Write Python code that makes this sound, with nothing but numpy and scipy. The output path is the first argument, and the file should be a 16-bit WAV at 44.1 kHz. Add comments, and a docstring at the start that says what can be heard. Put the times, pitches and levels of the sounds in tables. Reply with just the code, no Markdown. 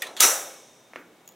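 """In a gym, over steady ventilation, a steel bar on a weight machine is knocked, scrapes and squeaks,
then drops home with a loud, rattling clank. The blow sets the frame ringing and the room answers.
A cable handle bumps twice on the rubber floor, which dulls it to a clack, and small fittings tick.
Each hit is a short burst of noise plus the fading tones of the part that was struck."""
import sys
import numpy as np
from scipy import signal
from scipy.fft import rfft, irfft
from scipy.io import wavfile
from scipy.ndimage import uniform_filter1d

SR = 44100
rng = np.random.default_rng(int(sys.argv[2]) if len(sys.argv) > 2 else 0)


def wrap_up_sound(samples):
    """Save the sound to the file named by the first command line argument, as 16-bit audio."""
    columns = np.atleast_2d(samples).T
    # keep every value between -1 and 1, then stretch to whole-number steps
    tamed = np.clip(columns, -1, 1)
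    steps = np.round(tamed * 32767).astype(np.int16)
    wavfile.write(sys.argv[1], SR, steps)


N = 59535
T = np.arange(N) / SR
HZ = np.fft.rfftfreq(N, 1 / SR)


def amp(db):
    """Turns decibels into a gain."""
    return np.exp(np.asarray(db) * np.log(10) / 20)


def curve(hz, values):
    """Joins a few points into a curve over all frequencies."""
    return np.interp(np.log(HZ + 1), np.log(np.asarray(hz) + 1), values)


def noise(colour):
    """Noise of level 1; its colour says how strong the lows and highs are next to each other."""
    x = irfft(rfft(rng.standard_normal(N)) * amp(curve(*np.transpose(colour))), N)
    return x / x.std()


def envelope(start, rise, fade):
    """Builds up for `rise` seconds, then drops 60 dB every `fade` seconds."""
    out, first = np.zeros(N), max(int(start * SR), 0)
    t = np.maximum(T[first:first + int((rise + 2 * fade) * SR)] - start, 0)
    out[first:first + len(t)] = np.minimum(t / rise, 1) * amp(-60 * np.maximum(t - rise, 0) / fade)
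    return out


def burst(start, db, colour, rise, fade):
    """The brief, noisy shaking from one hit."""
    return amp(db) * noise(colour) * envelope(start, rise, fade)


def tail(start, db, colour, decay):
    """Countless tones and echoes blur into noise; each band builds and dies at its own speed."""
    spectrum, centres = rfft(noise(colour)), [row[0] for row in decay]
    return amp(db) * sum(irfft(spectrum * curve(centres, band), N) * envelope(start, rise, fade)
                         for band, (_, rise, fade) in zip(np.eye(len(decay)), decay))


def ring(start, db, tones, rise, waver=.7):
    """The clear tones of struck metal; echoes make each one waver."""
    out, steps, drift_s = np.zeros(N), T[::128], .03
    for hz, level, fade in tones:
        jitter = rng.standard_normal((2, len(steps)))
        drift = signal.lfilter([1], [1, -np.exp(-steps[1] / drift_s)], jitter)
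        drift = uniform_filter1d(drift, size=5)
        echoes = (drift[0] + 1j * drift[1]) / drift.std() / np.sqrt(2)
        wobble = (1 + waver * echoes) / np.hypot(1, waver)  # its size sets level, its angle shifts phase
        phase = 2 * np.pi * (hz * T + rng.random()) + np.interp(T, steps, np.unwrap(np.angle(wobble)))
        swell = np.interp(T, steps, abs(wobble))
        out += amp(db + level) * swell * np.sin(phase) * envelope(start, rise, fade)
    return out


def repeat(rows, sound):
    """Plays one sound at each row of t/s, level/dB."""
    return sum(amp(db) * np.pad(sound, (round(s * SR), 0))[:N] for s, db in rows)


def low_cut(x, hz, order=4):
    """Takes the bass away."""
    return signal.sosfilt(signal.butter(order, hz, "highpass", fs=SR, output="sos"), x)


# colour of the moving air, and its stereo width (side compared with middle): f/Hz, level/dB
AIR_COLOUR = [(25, -28.5), (50, -20), (85, -13), (125, -4), (170, -1), (230, 0.5), (500, 0.5), (800, -2.5),
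              (1100, -6.5), (2300, -13), (3700, -14), (4600, -20), (6500, -18), (10000, -22.5),
              (16000, -25)]
AIR_WIDTH = [(30, -11.5), (150, -22), (500, -15), (2000, -8.5), (6000, -7.5), (15000, -14.5)]
def ventilation():
    """Air rushes softly and steadily, a little different in each ear."""
    mid = noise(AIR_COLOUR)
    side = irfft(rfft(noise(AIR_COLOUR)) * amp(curve(*np.transpose(AIR_WIDTH))), N)
    return amp(-57) * np.array([mid + side, mid - side])


# colour of the weight plates' long ring: f/Hz, level/dB
PLATE_COLOUR = [(60, -39), (250, -7), (540, 10), (900, 3), (1300, 4), (2200, -4), (3200, -7), (3750, -7),
                (4600, -17.5), (5850, -2), (7200, -10.5), (7650, -10), (8100, -7.5), (9500, -12),
                (15000, -22.5)]
# how it dies away: f/Hz, rise/s, fade/s
PLATE_DECAY = [(297.7, 0.032, 0.89), (1570, 0.093, 0.63), (5830, 0.035, 1.265), (14000, 0.044, .75)]
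def plates(start, db):
    """The weight plates ring on in the room after being moved or hit."""
    return tail(start, db, PLATE_COLOUR, PLATE_DECAY)


# when the bar is knocked: t/s, level/dB
KNOCKS = [(0.0197, -26.5)]
# colours of the knock and of its echo: f/Hz, level/dB
KNOCK_COLOUR = [(60, -38), (400, -36), (1000, -24), (1900, 3), (2800, 5.5), (3600, -1), (5000, 5),
                (9000, -5.5), (13200, 1), (16000, -13)]
KNOCK_ECHO = [(60, -49), (200, -9.5), (380, -0.5), (700, 1.5), (1300, 0), (1600, -1.5), (1860, 13.5),
              (2060, 0.5), (2290, 8), (2900, -1), (3700, 0.5), (4700, -9.5), (8500, -3.5), (13000, -21),
              (16000, -22.5)]
# how the room's echo dies away: f/Hz, rise/s, fade/s
ROOM_DECAY = [(149.3, 0.061, 1), (453, 0.065, 0.61), (1500, 0.0012, 0.22), (4000, 0.0035, 0.3),
              (8000, .004, 0.16), (15000, .004, .27)]
# the bar's own tones: f/Hz, level/dB, fade/s
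BAR_TONES = [(1320, -46, 0.46), (1836, -27.5, 0.085), (1905, -42.5, .22), (2250, -35, .09),
             (2470, -38, 0.091), (3490, -25, 0.026), (4300, -54.5, 0.3), (8240, -35, 0.044),
             (10030, -47.5, 0.19), (10700, -52.5, .28), (11560, -53, .11), (11960, -54, .22),
             (12960, -33, 0.035)]
def knock():
    """A light knock makes the bar ring and the room answer."""
    tones = ring(KNOCKS[0][0], db=0, tones=BAR_TONES, rise=.0022)
    hit = burst(0, 0, KNOCK_COLOUR, rise=.0012, fade=.031)
    return tones + repeat(KNOCKS, hit + tail(0, -5.5, KNOCK_ECHO, ROOM_DECAY))


# steel rubbing on steel: t/s, length/s, first f/Hz, last f/Hz, level/dB
SQUEAKS = [(0.051, 0.055, 3880, 4110, -46.5), (0.0655, 0.013, 3340, 3730, -39.5),
           (0.173, 0.0065, 3350, 3400, -33), (.176, 0.017, 3980, 4600, -40.5),
           (.188, 0.015, 3000, 2735, -38.5)]
def squeaks():
    """Steel sticks and slips very fast, making short chirps with a shaky pitch."""
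    out = np.zeros(N)
    for start, length, first_hz, last_hz, db in SQUEAKS:
        progress = np.clip((T - start) / length, 0, 1)
        waver = uniform_filter1d(rng.standard_normal(N), size=60)
        hz = (first_hz + (last_hz - first_hz) * progress) * (1 + .016 * waver / waver.std())
        swell = 2 * np.sqrt(progress * (1 - progress))
        out += amp(db) * swell * np.sin(2 * np.pi * np.cumsum(hz) / SR)
    return out


# where the sliding bar catches: t/s, relative level/dB, fade/s
SCRAPES = [(.067, -38, 0.034), (.1648, -35, .025), (0.1705, -34.5, 0.03), (0.177, -40.5, 0.105),
           (.189, -38, .12), (0.1993, -24, 0.045)]
# colour of a scrape: f/Hz, level/dB
SCRAPE_COLOUR = [(100, -34), (700, -2.5), (1700, -0.5), (2400, -3), (3000, -4), (3450, 6.5), (4300, -4),
                 (5500, -9.5), (6750, 0), (7800, -8.5), (9500, -8.5), (12500, -12.5), (16000, -21.5)]
def scrapes():
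    """Each catch of the sliding bar gives a short rasp."""
    return sum(burst(s, db + 2, SCRAPE_COLOUR, rise=.0025, fade=fade) for s, db, fade in SCRAPES)


# two hard hits, then the bounces: t/s, level/dB
CLANKS = [(.2045, -5.5), (.2062, -6.5), (.2100, -22), (.2222, -19.5), (.2247, -20), (.2283, -17.5),
          (.2350, -23), (.2420, -20), (.2490, -17.5)]
# colours of a hit, a bounce, the machine's blurred ring and the thump: f/Hz, level/dB
HIT_COLOUR = [(60, -27.5), (300, -25), (600, -12), (1100, -4), (2300, -3.5), (4200, 1.5), (6500, 6.5),
              (10000, 2), (13800, 3), (15200, -2)]
BOUNCE_COLOUR = [(60, -33.5), (300, -32.5), (1200, 8.5), (4500, 7.5), (5900, 13), (7800, 8), (10000, -18),
                 (15500, 5.5)]
BODY_COLOUR = [(40, -55.5), (130, -48), (230, -22), (450, -6), (750, -9.5), (1050, -11), (1300, 0.5),
               (1800, -5.5), (2750, -5), (3150, -8.5), (3800, -7), (5050, -10), (5500, -0.5), (5950, 6),
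               (6350, -3), (6750, 1), (7250, -8.5), (7600, 4), (8100, -11), (8700, -3.5), (10500, -7.5),
               (13000, -7.5), (14200, -13.5), (15000, -9.5), (15800, -16)]
THUMP_COLOUR = [(30, -29.5), (55, -22), (110, -31.5), (200, -4.5), (280, 0.5), (450, 4), (900, -12.5),
                (3000, -34)]
# how the blurred ring dies away: f/Hz, rise/s, fade/s
BODY_DECAY = [(150, 0.053, 0.25), (450, 0.037, 0.26), (1278, 0.033, 0.38), (3000, 0.02, 0.33),
              (5900, 0.025, 0.44), (10030, 0.026, 0.48), (14680, 0.013, 0.5)]
# low tones of the weight and clear tones of the frame: f/Hz, relative level/dB, fade/s
WEIGHT_TONES = [(250, -43, .09), (290, -34, .1), (446, -27, .17)]
FRAME_TONES = [(525, -37, .9), (790, -37, .8), (944, -35, .45), (1254, -28, .42), (1298, -28, .45),
               (2235, -50, 1.5), (2774, -32, .36), (2828, -32, .36), (3445, -34, .32), (3656, -49.5, 2.2),
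               (3692, -40, .7), (3859, -30, .38), (5734, -28, .46), (5955, -27, .48), (6103, -27, .38),
               (7547, -26, .32), (8612, -28, .33), (8975, -29, .33), (9673, -31, .34), (11165, -33, .3)]
def clank():
    """Steel lands on steel and rattles; the machine rings and the weight settles with a thump."""
    start = CLANKS[0][0]
    hits = sum(burst(s, db, HIT_COLOUR, rise=.0002, fade=.018) for s, db in CLANKS[:2])
    rattle = sum(burst(s, db, BOUNCE_COLOUR, rise=.002, fade=.016) for s, db in CLANKS[2:])
    crash = burst(start, -17, HIT_COLOUR, rise=.00068, fade=.088)
    body = tail(start, -12.5, BODY_COLOUR, BODY_DECAY) + plates(start, db=-27.5)
    thump = burst(.232, -35, THUMP_COLOUR, rise=.0061, fade=.058)
    thump += ring(.218, db=-1, tones=WEIGHT_TONES, rise=.039)
    frame = ring(start, db=.6, tones=FRAME_TONES, rise=.0099)
    return low_cut(hits + rattle + crash, hz=435) + body + thump + frame


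# when the handle touches the floor (the first two blend into one bump): t/s, relative level/dB
BUMPS = [(0.9348, -37), (0.938, -51), (0.9592, -26.5)]
# colours of a bump and of its echo: f/Hz, level/dB
BUMP_COLOUR = [(40, -18), (300, -9), (520, -7), (850, -3), (1250, -1), (1900, 3), (2700, -1), (3800, -18),
               (6000, -14), (8000, -31), (12000, -31), (14400, -31), (16000, -36)]
BUMP_ECHO = [(40, -37.5), (200, -7), (360, 1.5), (800, -12.5), (1500, -4), (2400, -7.5), (3800, -23.5),
             (6500, -28), (9000, -39), (13500, -32.5), (14400, -28), (15500, -36)]
# how that echo dies away: f/Hz, rise/s, fade/s
BUMP_DECAY = [(150, 0.017, 0.54), (400, 0.011, 0.42), (1500, 0.0039, 0.42), (4040, 0.0084, 0.19),
              (15000, 0.036, 0.18)]
# the handle's short tones, and the faint, long tones of the machine's frame heard as the handle lands: f/Hz,
# relative level/dB, fade/s
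CLACK_TONES = [(330, -12, 0.025), (520, -1.5, 0.016), (1280, -1, 0.0066), (1765, -1.5, 0.012),
               (2180, -8, 0.013), (2500, -9, 0.0033)]
LINGERING_FRAME_TONES = [(2235, -64, 2.2), (3657, -73, 2.4)]
def handle():
    """The handle clacks dully on rubber, the ceiling throws the clack back, and the frame still rings faintly."""
    bumps = sum(burst(s, db - 5, BUMP_COLOUR, rise=.00031, fade=.016) for s, db in BUMPS)
    room = repeat(BUMPS, tail(0, -16, BUMP_ECHO, BUMP_DECAY))
    clacks = repeat(BUMPS, ring(0, db=-.5, tones=CLACK_TONES, rise=.00024, waver=0))
    ceiling = repeat([(.027, -20)], clacks)
    faint_ring = ring(BUMPS[-1][0], db=0, tones=LINGERING_FRAME_TONES, rise=.0022)
    return low_cut(bumps + clacks + ceiling + room, hz=173) + faint_ring


# when the fittings tick: t/s, level/dB
TICKS = [(1.2572, -57), (1.2755, -52), (1.2770, -39), (1.2887, -41), (1.3115, -55), (1.3215, -52)]
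# colour of a tick: f/Hz, level/dB
TICK_COLOUR = [(200, -26.5), (1800, -7), (2500, -4), (3400, 0), (5200, -4.5), (6900, 7), (8500, -9),
               (11500, -6), (13200, 3), (14500, 6), (16500, -2)]
# tones of a small fitting: f/Hz, relative level/dB, fade/s
CLINK_TONES = [(3400, -8.5, 0.028), (6700, -18, 0.11), (6830, -11, 0.11), (7080, -12, 0.073)]
def fittings():
    """Small metal parts tick and clink brightly, with a trace of room echo."""
    clink = ring(0, db=-3, tones=CLINK_TONES, rise=.0003)
    room = tail(0, -25, TICK_COLOUR, ROOM_DECAY)
    ticks = sum(burst(s, db, TICK_COLOUR, rise=.00034, fade=.015) for s, db in TICKS)
    return ticks + repeat(TICKS, clink + room)


def widen(mid, width):
    """The first echoes reach left and right a little differently."""
    echoes = rng.standard_normal(N) * envelope(.002, rise=.004, fade=.06)
    echoes /= np.linalg.norm(echoes)
    side = irfft(rfft(mid) * rfft(echoes) * amp(curve(*np.transpose(width))), N)
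    return np.array([mid + side, mid - side])


# stereo width of the clank and of the small sounds (side compared with middle): f/Hz, level/dB
CLANK_WIDTH = [(30, -21.5), (150, -47.5), (400, -53), (3600, -65.5), (5200, -17), (15000, -17.5)]
SMALL_WIDTH = [(30, -22.5), (400, -32.5), (2500, -40), (6000, -28.5), (15000, -19)]
def scene():
    """The metal sounds sit near the middle, a little wider in the treble, over the ventilation."""
    loud = widen(clank(), CLANK_WIDTH)
    already_ringing = plates(start=-.026, db=-43.5)  # from being handled
    bar = low_cut(already_ringing + knock() + scrapes() + squeaks(), hz=160)
    return loud + widen(bar + handle() + fittings(), SMALL_WIDTH) + ventilation()


def record(dry):
    """The tallest peaks clip, adding a bright crack but no bass; then the very top treble is cut."""
    overshoot = dry - np.clip(dry, -.72, .72)
    clipped = dry - low_cut(overshoot, hz=500, order=2)
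    treble_cut = signal.firwin(511, cutoff=15900, window=("kaiser", 9), fs=SR)
    return signal.oaconvolve(clipped, treble_cut[None], "same")


dry = scene()
out = record(dry)
wrap_up_sound(out)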